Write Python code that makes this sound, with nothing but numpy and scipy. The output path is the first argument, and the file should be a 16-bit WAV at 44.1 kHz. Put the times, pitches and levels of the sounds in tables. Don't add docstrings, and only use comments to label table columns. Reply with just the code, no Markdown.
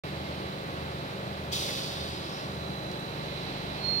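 import sys
import numpy as np
from scipy import signal
from scipy.fft import rfft, irfft
from scipy.io import wavfile

SR = 44100
rng = np.random.default_rng(int(sys.argv[2]) if len(sys.argv) > 2 else 0)


def bounce(signal):
    frames = np.transpose(np.atleast_2d(signal))
    limited = np.clip(frames, -1, 1)
    pcm = np.round(limited * 32767).astype(np.int16)
    wavfile.write(sys.argv[1], SR, pcm)


N = 176400
T = np.arange(N) / SR
HZ = np.maximum(np.arange(N // 2 + 1) * SR / N, 1)
MIC_LAG_S = np.array([[0], [0.0003506]])

# freq_hz, coherence
AMBIENT_COHERENCE = [(150, 0.97), (300, 0.89), (450, 0.7), (750, 0.49), (1200, 0.7), (2400, 0.47),
                     (4000, 0.06), (5500, 0.35), (7500, 0)]
# freq_hz, coherence
VENT_COHERENCE = [(2000, 0.5), (5500, 0.63), (9000, 0.4), (15000, 0.1)]


def from_db(db):
    return 10 ** (np.asarray(db) / 20)


def unit_rms(x):
    return x / np.sqrt(np.mean(x ** 2) + 1e-20)


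def in_time(rows):
    time_s, *columns = np.transpose(rows)
    return [np.interp(T, time_s, column) for column in columns]


def at_hz(rows):
    hz, value = np.transpose(rows)
    return np.interp(np.log(HZ), np.log(hz), value)


def white():
    return rfft(rng.standard_normal(N))


def drift(rate_hz):
    return unit_rms(irfft(white() / (1 + (HZ / rate_hz) ** 2), N))


def pan(db):
    gains = from_db(np.atleast_1d(db) * np.array([[.5], [-.5]]))
    return gains / np.sqrt(np.mean(gains ** 2, axis=0))


def air_noise(gain, coherence, pan_db=0):
    share = np.clip(at_hz(coherence), 0, 1)
    direct = white() * np.exp(-2j * np.pi * HZ * MIC_LAG_S)
    diffuse = np.array([white(), white()])
    both = np.sqrt(share) * direct + np.sqrt(1 - share) * diffuse
    return unit_rms(irfft(both * gain * pan(pan_db), N))


def resonance(hz, width_hz):
    return 1 / (1 + ((HZ ** 2 - hz ** 2) / (HZ * width_hz) / 2) ** 2)


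def mode_gain(modes, width_hz):
    return 1 + sum((from_db(db) - 1) / (1 + ((HZ - hz) / (width_hz / 2)) ** 2) for hz, db in modes)


def swell(peak_s, half_width_s):
    return np.exp(-((T - peak_s) / half_width_s) ** 2)


def tone(hz, phase_turns=0):
    turns = np.cumsum(hz + 0 * T) / SR - hz * MIC_LAG_S
    return np.sqrt(2) * np.cos(2 * np.pi * (turns + phase_turns))


def cab_echoes(x, count=80, spread_s=0.032, echo_db=-8):
    delay, polarity = rng.random((count, 2)).T
    taps = np.zeros(N)
    taps[(delay * spread_s * SR).astype(int) + 1] = np.sign(polarity - .5) / np.sqrt(count)
    return unit_rms(irfft(rfft(x) * (1 + from_db(echo_db) * rfft(taps)), N))


def machinery(roar_db=-39, flutter_db=0.38, hum_sway_db=1.5, hum_wander_turns=.12):
    # freq_hz, density_db
    spectrum = [(20, -30), (45, -35), (70, -1), (110, -8), (165, 1), (210, -5.5), (250, -4.5), (370, -2.5),
                (480, -6.5), (620, -3), (900, -8.5), (1400, -9.5), (2200, -15), (3500, -22.5), (6000, -42)]
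    # pitch_hz, level_db
    hum_tones = [(313, -58), (368, -57.5), (392.5, -53.5), (460, -55), (539.3, -52), (564, -55),
                 (857, -57.5), (1157, -55)]
    level = from_db(roar_db + flutter_db * drift(8))
    roar = level * air_noise(from_db(at_hz(spectrum)), AMBIENT_COHERENCE, pan_db=-1.16)
    hums = sum(from_db(db + hum_sway_db * drift(2.5)) * tone(hz, hum_wander_turns * drift(6))
               for hz, db in hum_tones)
    return roar + hums


def cooling_fan(flutter_db=.5):
    # freq_hz, density_db
    spectrum = [(500, -48), (1500, -5), (2200, -0.5), (2800, -1.5), (3700, 3), (4500, 0), (5400, -8.5),
                (6500, -21.5), (9000, -25.5), (16000, -40)]
    # freq_hz, boost_db
    grille_modes = [(2030, 7.5), (2115, 10.5), (2436, 6.5), (2632, 9.5), (2688, 8.5), (3035, -0.5),
                    (3085, 5.5), (3780, -1.5)]
    # time_s, level_db
    envelope = [(0, -45), (1.4, -47), (2.6, -48), (3.0, -46.5), (3.5, -42.5), (3.9, -44), (4, -44)]
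    # freq_hz, pan_db
    balance = [(1000, -11), (2400, -2.5), (4300, -9), (6000, -6), (9000, 0)]
    level_db, = in_time(envelope)
    level = from_db(level_db + flutter_db * drift(11))
    colour = from_db(at_hz(spectrum)) * mode_gain(grille_modes, width_hz=13.6)
    return level * air_noise(colour, AMBIENT_COHERENCE, at_hz(balance))


def noise_floor(level_db=-56):
    # freq_hz, density_db
    spectrum = [(1000, 4), (6000, 4), (8000, 0.5), (12000, -2), (16000, -2)]
    return from_db(level_db) * air_noise(from_db(at_hz(spectrum)), AMBIENT_COHERENCE, pan_db=-1.1)


def inverter(sway_db=1.1, pan_db=-20):
    # pitch_hz, level_db
    partials = [(3945.6, -63.5), (4000, -50.5), (4054.7, -57.5)]
    # time_s, gain_db
    envelope = [(0, -5), (1.0, -4.5), (2.0, -9), (2.8, 2.5), (3.4, 2), (4, 1)]
    gain_db, = in_time(envelope)
    whine = sum(from_db(db + sway_db * drift(2.4)) * tone(hz, rng.random()) for hz, db in partials)
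    return from_db(gain_db) * whine * pan(pan_db)


def idling_engine(turn_hz=24.52, first_thud_s=.052, jitter_s=0.00018, base_db=-42.5, sway_db=1.0):
    # order, relative_db
    orders = [(2, -36), (4, -10.5), (5, -1.5), (6, 1), (7, -6.5), (8, -1)]
    # time_s, gain_db
    envelope = [(0, 0), (.6, 1.5), (1.3, 0), (2.4, 0), (2.65, 2.2), (2.95, 0.5), (3.4, -0.5), (4, 1)]
    delay_s = first_thud_s + jitter_s * drift(4.3)
    thuds = sum(from_db(db + sway_db * drift(4.9)) * tone(order * turn_hz, -order * turn_hz * delay_s)
                for order, db in orders)
    gain_db, = in_time(envelope)
    return from_db(base_db + gain_db) * unit_rms(thuds)


def revving_engine(throb_hz=1.67, throb_peak_s=.27, throb_depth=0.7, rumble_db=-45.5):
    # time_s, firing_hz, fundamental_db, octave_db
    run = [(0, 40.34, -75, -49), (.8, 39.93, -65, -50), (2.2, 40.3, -64, -50), (2.65, 39, -67, -49),
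           (2.9, 39.4, -68, -58), (3.35, 45.3, -58, -65), (3.7, 46.6, -55, -65), (4, 48, -65, -69)]
    # freq_hz, density_db
    spectrum = [(25, -22), (45, -19), (72, 3.5), (100, -11), (200, -8), (400, -16), (800, -7), (1500, -21),
                (4000, -54)]
    firing_hz, fundamental_db, octave_db = in_time(run)
    throb = 1 + throb_depth * np.cos(2 * np.pi * throb_hz * (T - throb_peak_s))
    fundamental = from_db(fundamental_db) * tone(firing_hz)
    octave = from_db(octave_db) * throb * tone(2 * firing_hz)
    load = from_db(rumble_db) * swell(peak_s=3.79, half_width_s=0.6)
    return fundamental + octave + load * air_noise(from_db(at_hz(spectrum)), AMBIENT_COHERENCE)


def brake_squeal(pitch_hz=4268, sag_start_s=3.81, sag_hz_per_s=200, rough_db=1):
    # time_s, level_db, pan_db
    envelope = [(3.72, -75, -12), (3.81, -49, -18), (3.848, -34.5, -26), (3.885, -30, -27),
                (3.956, -30.5, -14), (4, -29.5, -15)]
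    # ratio, gain_db
    partials = [(1, 2), (1.45, -32.5), (2, -39)]
    level_db, pan_db = in_time(envelope)
    hz = pitch_hz - sag_hz_per_s * np.maximum(T - sag_start_s, 0)
    ring = sum(from_db(db) * tone(ratio * hz) for ratio, db in partials)
    started = T > envelope[0][0]
    return started * from_db(level_db - rough_db * drift(60)) * ring * pan(pan_db)


def coupler_knocks(clunk_db=-38.5, tick_decay_s=0.0023):
    # start_s, centre_hz, width_hz, level_db
    ticks = [(2.915, 4700, 2400, -37.5), (2.999, 8200, 1500, -52)]
    clunk = from_db(clunk_db) * swell(peak_s=1.7, half_width_s=0.028)
    out = clunk * air_noise(resonance(hz=350, width_hz=290), AMBIENT_COHERENCE)
    for start_s, hz, width_hz, db in ticks:
        decay = (T >= start_s) * np.exp(-np.abs(T - start_s) / tick_decay_s)
        out += from_db(db) * decay * air_noise(resonance(hz, width_hz) ** 2, VENT_COHERENCE, pan_db=-8)
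    return out


def coupler_vent(open_s=1.515, attack_s=0.013, shut_s=2.517, release_s=.1, flutter_db=0.5):
    # freq_hz, density_db
    body = [(800, -17), (2100, -9.5), (2650, -3.5), (3500, 2), (4400, 4), (5400, -3.5), (6100, -19),
            (6900, -13), (9000, -17), (16000, -36)]
    # freq_hz, density_db
    edge = [(2000, -20), (4000, -1), (6000, 6.5), (7200, 1), (8000, -4), (10000, -2), (13000, -6.5),
            (16000, -7)]
    # freq_hz, boost_db
    bay_modes = [(2571, 11), (2700, -2), (3086, 5.5), (3284, 5), (3390, 6), (3535, 7), (3661, -1),
                 (3779, 9), (4697, 6.5), (4900, 5), (5358, 6.5), (5950, 1), (6480, -3)]
    # freq_hz, pan_db
    balance = [(2500, 0), (3500, -0.5), (4400, -6.5), (5500, -1), (8000, 3), (15000, 9)]
    # peak_s, half_width_s, centre_hz, width_hz, level_db
    whistles = [(1.536, 0.013, 3430, 200, -40), (1.696, .02, 2010, 400, -41), (2.1, .17, 4940, 130, -54),
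                (2.36, 0.1, 5350, 330, -50)]
    age_s = np.maximum(T - open_s, 0)
    body_db = -32.5 - 17 * age_s
    edge_db = -36 - 33 * age_s
    leak_db = -59.5 - 3 * age_s
    opening = np.minimum(age_s / attack_s, 1)
    closing = np.exp(-np.maximum(T - shut_s, 0) / release_s)
    flow = opening * closing * from_db(flutter_db * drift(25))
    bay = mode_gain(bay_modes, width_hz=42)
    pan_db = at_hz(balance)
    blast = 0
    for spectrum, level_db in (body, body_db), (edge, edge_db):
        jet = air_noise(from_db(at_hz(spectrum)) * bay, VENT_COHERENCE, pan_db)
        blast += from_db(level_db) * cab_echoes(jet)
    for peak_s, half_width_s, hz, width_hz, db in whistles:
        whistle = air_noise(resonance(hz, width_hz), VENT_COHERENCE, pan_db)
        blast += from_db(db) * swell(peak_s, half_width_s) * whistle
    leak = from_db(leak_db) * air_noise(from_db(at_hz(edge)), VENT_COHERENCE, pan_db=2)
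    return flow * blast + opening * leak


def scene():
    engines = idling_engine() + revving_engine()
    background = machinery() + cooling_fan() + noise_floor() + inverter()
    return engines + background + coupler_vent() + coupler_knocks() + brake_squeal()


def record(dry, start_s=.036, fade_s=.002, cutoff_hz=15800):
    gate = np.clip(np.minimum(T - start_s, T[-1] - T) / fade_s, 0, 1)
    lowpass = signal.ellip(12, .1, 80, cutoff_hz, fs=SR, output="sos")
    return signal.sosfilt(lowpass, dry * gate)


dry = scene()
out = record(dry)
bounce(out)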